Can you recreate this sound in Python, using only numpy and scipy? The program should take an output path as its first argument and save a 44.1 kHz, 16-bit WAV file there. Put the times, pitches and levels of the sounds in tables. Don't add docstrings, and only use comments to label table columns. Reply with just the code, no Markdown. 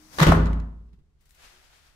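import sys
import numpy as np
from scipy import signal
from scipy.fft import rfft, irfft
from scipy.io import wavfile
from scipy.ndimage import uniform_filter1d

SR = 44100
rng = np.random.default_rng(int(sys.argv[2]) if len(sys.argv) > 2 else 0)


def dump(signal):
    limited = np.clip(np.atleast_2d(signal).T, -1, 1)
    pcm = np.round(limited * 32767).astype(np.int16)
    wavfile.write(sys.argv[1], SR, pcm)


N = 85995
T = np.arange(N) / SR
HZ = np.fft.rfftfreq(2 * N, 1 / SR)


def amp(db):
    return 10 ** (np.asarray(db) / 20)


def read(points, hz):
    f, value = np.transpose(points)
    return np.interp(np.log(hz + 1), np.log(f), value)


def evened(x):
    return x / np.sqrt(np.mean(x ** 2) + 1e-20)


def unit(x):
    return x / np.linalg.norm(x, axis=-1, keepdims=True)


def fade(t, t60):
    return np.exp(-np.log(1000) * t / t60)


def add(mix, s, sound):
    part = mix[:, round(s * SR):]
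    part += sound[..., :part.shape[1]]


def colour(x, tone):
    two_sided_hz = abs(np.fft.fftfreq(2 * N, 1 / SR))
    log_gain = np.log(amp(read(tone, two_sided_hz)))
    response = np.exp(np.conj(signal.hilbert(log_gain)))[:N + 1]
    return irfft(rfft(x, 2 * N) * response)[:, :N]


# f/Hz, left-right correlation
CORRELATION = [(30, 0.67), (130, 0.83), (280, 0.91), (520, 0), (1100, 0.27), (2200, 0), (15000, 0)]
# f/Hz, left minus right level/dB
LEFT_LEAN = [(100, -4), (600, 1.5), (1100, 1), (2000, -.5), (3000, 3), (4500, 6.5), (9000, 6.5), (15000, 6)]
LEAD_S, LEAD_ABOVE_HZ = .0004, 2300


def place(x, side):
    a, b = rfft(x, 2 * N)
    turn = np.arccos(np.clip(read(CORRELATION, HZ), -1, 1)) / 2
    lean = amp(side * read(LEFT_LEAN, HZ) / 2)
    common, opposed = a * np.cos(turn), b * np.sin(turn)
    lag_s = LEAD_S * np.tanh((HZ / LEAD_ABOVE_HZ) ** 2)
    left = (common + opposed) * lean
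    right = (common - opposed) * np.exp(-2j * np.pi * HZ * lag_s) / lean
    return irfft(np.array([left, right]))[:, :N]


# f/Hz, level/dB
HUM_TONES = [(35.5, -60), (70.5, -58), (141, -65.5)]
# f/Hz, level/dB
RUMBLE_TONE = [(20, -5.5), (36, 0), (55, -5), (100, -17), (200, -22.5), (400, -30), (2000, -42),
               (8000, -50), (11000, -57.5), (15000, -67.5)]
RUMBLE_DB = -54


def air():
    hum = sum(amp(db) * np.sin(2 * np.pi * (hz * T + rng.random())) for hz, db in HUM_TONES)
    rumble = place(colour(rng.standard_normal((2, N)), RUMBLE_TONE), side=.2)
    return hum + amp(RUMBLE_DB) * evened(rumble)


GRAINS_PER_S, GRAIN_SPREAD_DB, GRAIN_SHARE = 1400, -0.5, 0.2


def rubbing(levels, tone, side):
    strikes = rng.random((2, N)) < GRAINS_PER_S / SR
    strength = amp(GRAIN_SPREAD_DB * np.minimum(rng.exponential(1, (2, N)), 4))
    grains = rng.standard_normal((2, N)) * strikes * strength
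    rub = GRAIN_SHARE * evened(grains) + rng.standard_normal((2, N))
    envelope = amp(np.interp(T, *np.transpose(levels)))
    return evened(place(colour(rub, tone), side)) * envelope


# t/s, level/dB
SWING_LEVEL = [(0, -48.5), (.11, -46), (.145, -38), (.18, -42), (.25, -54.5), (.4, -89)]
# f/Hz, level/dB
SWING_TONE = [(60, -0.5), (200, 6.5), (400, 0.5), (900, 1.5), (1900, -0.5), (3000, -5.5), (4200, -6.5),
              (5800, -4.5), (8000, -11.5), (12000, -12), (15000, -17.5)]


def swing():
    return rubbing(SWING_LEVEL, SWING_TONE, side=2.4)


# start t/s, length/s, f/Hz at the start, glide/(Hz/s), peak level/dB
MOAN_TONES = [(-.08, 0.21, 294.3, 102, -46), (1.48, 0.16, 355, 150.2, -59.5)]
MOAN_WAVER = .015


def moans():
    out = np.zeros(N)
    for start, length, hz, glide, db in MOAN_TONES:
        waver = MOAN_WAVER * evened(uniform_filter1d(rng.standard_normal(N), size=400))
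        pitch = (hz + glide * (T - start)) * (1 + waver)
        swell = np.sin(np.pi * np.clip((T - start) / length, 0, 1))
        out += amp(db) * swell * np.sin(2 * np.pi * np.cumsum(pitch) / SR)
    return out


# f/Hz, t60/s
TAIL_T60 = [(60, 1.8), (170, 1.05), (300, 0.56), (500, 0.71), (1000, 0.79), (2000, .64), (4000, .5),
            (8000, .45), (15000, .33)]
EARLY_T60, ROOM_RISE_S = 0.22, 0.004


def stairwell():
    hz, t, z = signal.stft(rng.standard_normal((2, N)), SR, nperseg=256)
    decaying = z * fade(t, read(TAIL_T60, hz)[:, None])
    tail = signal.istft(decaying, SR, nperseg=256)[1][:, :N]
    return unit(tail * (1 - np.exp(-T / ROOM_RISE_S)))


def blows(rows, tone, crack, early_db, room_db, side):
    out = np.zeros((2, N))
    for s, db, t60 in rows:
        clatter, early = rng.standard_normal((2, 2, N))
        direct = unit(clatter * fade(T, t60))
        direct[0, 0] += crack
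        early = unit(early * fade(T, EARLY_T60) * (1 - np.exp(-T / ROOM_RISE_S)))
        add(out, s, amp(db) * (direct + amp(early_db) * early + amp(room_db) * stairwell()))
    return place(colour(out, tone), side)


def resonant(x, modes):
    body = 1 + sum(amp(db) / (1 + 2j * np.pi * (HZ - hz) * t60 / np.log(1000)) for hz, db, t60 in modes)
    return irfft(rfft(x, 2 * N) * body)[:, :N]


def ring(modes, start, rise_s):
    t = np.maximum(T - start, 0)
    out = np.zeros(N)
    for k, (hz, db, t60) in enumerate(modes):
        out += (-1) ** k * amp(db) * fade(t, t60) * np.sin(2 * np.pi * hz * t)
    return (1 - np.exp(-t / rise_s)) * out


# f/Hz, level/dB over the clatter, t60/s
LEAF_MODES = [(411.6, 3, 0.41), (517, 3, 0.34), (693, -10.5, 0.45), (896, 1.5, 0.75), (1036, -3, 0.23),
              (1128.3, 0, .15), (1293, -4.5, 0.091), (1406, -0.5, 0.29), (1465, 4.5, 0.22), (1743, 3, 0.13),
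              (1990, 3.5, .15), (3010, 1.5, 0.23), (3850, 1.5, 0.12), (6300, 2, .05)]


def leaf(x):
    return resonant(x, LEAF_MODES)


# t/s, relative level/dB, clatter t60/s
LATCH_BLOWS = [(.1855, -9, .06), (.196, -8, .05), (.2015, -4, 0.032), (.2125, -7.5, .04), (.216, -5, 0.079),
               (.2225, -6.5, .05), (.2275, -3.5, 0.03), (.2305, -0.5, .05)]
# f/Hz, level/dB
LATCH_COLOUR = [(60, -9.5), (300, 0), (650, -1.5), (1150, 0.5), (1500, -4.5), (1850, -2), (2400, -10.5),
                (3600, -10), (6300, -18), (9000, -24.5), (15000, -27)]


def latch():
    hits = blows(LATCH_BLOWS, LATCH_COLOUR, crack=0.21, early_db=-5.5, room_db=-8.5, side=0.81)
    return leaf(amp(20.5) * hits)


# f/Hz, level/dB, t60/s
PANEL_MODES = [(153, 4, 0.092), (184, -17, 0.23), (67, -16.5, .15)]


def panel():
    return ring(PANEL_MODES, start=.2105, rise_s=0.014)


# f/Hz, level/dB, t60/s
AIR_MODES = [(54.32, -7, .92), (55.27, -6, 0.94), (47, -12.5, 0.48), (84.3, -15.5, 0.91),
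             (97.8, -22.5, 0.92), (141.8, -20, 0.84), (164.3, -11, 0.83), (194.7, -23, 0.88),
             (206, -29.5, 1), (223.3, -26, 1), (261.8, -22.5, 0.88), (333, -28, 0.69), (57.7, -33, 2.4)]


def boom():
    return ring(AIR_MODES, start=.258, rise_s=0.018)


# t/s, relative level/dB, clatter t60/s
SLAM_BLOWS = [(.267, 2, 0.055), (.2735, -4.5, 0.12), (.282, -6, .05), (.29, -4, 0.036),
              (.296, -11.5, 0.042)]
# f/Hz, level/dB
SLAM_COLOUR = [(30, 5), (120, 3), (300, 10), (520, 3), (750, -5), (1150, -2.5), (1700, -9.5), (3600, -15),
               (6300, -25.5), (9000, -30.5), (15000, -35.5)]


def slam():
    hits = blows(SLAM_BLOWS, SLAM_COLOUR, crack=.2, early_db=-2.5, room_db=-4, side=.95)
    return leaf(amp(18.5) * hits)


# t/s, relative level/dB, clatter t60/s
KNOCK_BLOWS = [(.319, -6, .03), (.3215, -5.5, .03), (.331, -10.5, .05), (.348, -12.5, 0.076),
               (.368, -17, .04)]
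# f/Hz, level/dB
KNOCK_COLOUR = [(80, -7), (260, -5.5), (470, -4.5), (620, 7), (800, 2.5), (1000, 4.5), (1300, 2),
                (1550, -2.5), (2200, -10.5), (4000, -25.5), (8000, -31), (15000, -35)]


def knock():
    hits = blows(KNOCK_BLOWS, KNOCK_COLOUR, crack=.2, early_db=-16, room_db=-9, side=.8)
    return leaf(amp(22.5) * hits)


# f/Hz, level/dB, t60/s
CLACK_MODES = [(620, -22, .04), (1100, -20, .03), (1300, -15, .03), (1500, -20, .025)]


def clack():
    return ring(CLACK_MODES, start=.3192, rise_s=0.00094)


# t/s, relative level/dB, clatter t60/s
CLICK_BLOWS = [(.4577, -0.5, 0.023), (.468, -3.5, 0.045), (.5311, -3.5, .015), (.5999, -10, .015)]
# f/Hz, level/dB
CLICK_COLOUR = [(200, -53), (1000, -31.5), (2500, -32.5), (4000, -39.5), (5600, -44.5), (6700, -46.5),
                (7600, -48), (11000, -54), (15000, -69)]
# f/Hz, level/dB over the click, t60/s
BOLT_MODES = [(4050, 2, .03), (6700, 9, .03)]


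def clicks():
    hits = blows(CLICK_BLOWS, CLICK_COLOUR, crack=.5, early_db=-12, room_db=-15, side=1.1)
    return resonant(amp(23) * hits, BOLT_MODES)


# t/s, relative level/dB, t60/s
SCUFF_BLOWS = [(.885, -7, .12), (.9302, 0, 0.105), (.988, -6.5, 0.11)]
# f/Hz, level/dB
SCUFF_COLOUR = [(40, -19), (150, -8.5), (230, -23.5), (400, -49), (1200, -43), (4000, -49), (9000, -61),
                (15000, -62)]


def scuffs():
    return amp(17) * blows(SCUFF_BLOWS, SCUFF_COLOUR, crack=0.15, early_db=-6.5, room_db=-11.5, side=0.35)


# t/s, relative level/dB, t60/s
TICK_BLOWS = [(1.2085, -6.5, .12), (1.2564, -2.5, .08), (1.2928, -2, .05), (1.3078, 2.5, .015),
              (1.3472, 0.5, .06)]
# f/Hz, level/dB
TICK_COLOUR = [(60, -77), (300, -54), (2000, -33.5), (5000, -36.5), (9000, -36), (15000, -38)]


def ticks():
    return amp(9.5) * blows(TICK_BLOWS, TICK_COLOUR, crack=.25, early_db=-2, room_db=-6, side=1.4)


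# t/s, level/dB
RUSTLE_LEVEL = [(.6, -84), (1.17, -76.5), (1.22, -63), (1.33, -60), (1.40, -46.5), (1.452, -42),
                (1.48, -46), (1.53, -46), (1.61, -50), (1.645, -48), (1.69, -51), (1.755, -47.5),
                (1.82, -52), (1.87, -49.5), (1.95, -57)]
# f/Hz, level/dB
RUSTLE_COLOUR = [(25, -40), (100, -24), (200, -6.5), (350, -2), (700, 3), (1050, 1), (1450, 5.5),
                 (2600, 2.5), (5500, -3), (8000, -7.5), (12000, -11.5), (15000, -17)]


def rustle():
    return rubbing(RUSTLE_LEVEL, RUSTLE_COLOUR, side=1.4)


def scene():
    background = air() + swing() + moans()
    door = latch() + panel() + boom() + slam() + knock() + clack() + clicks()
    walker = scuffs() + ticks() + rustle()
    return background + door + walker


QUIET_DB, OPEN_DB, DUCK_DB = -46.5, -26.5, -10.5
EDGE_HZ = 15700


def record(dry):
    power = uniform_filter1d((dry ** 2).mean(0), size=1600)
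    level_db = 10 * np.log10(abs(power) + 1e-12)
    shut = np.clip((OPEN_DB - level_db) / (OPEN_DB - QUIET_DB), 0, 1)
    out = dry * amp(DUCK_DB * uniform_filter1d(shut, size=800))
    low_pass = signal.firwin(511, EDGE_HZ, window=("kaiser", 9), fs=SR)
    return signal.oaconvolve(out, low_pass[None], "same")


dry = scene()
out = record(dry)
dump(out)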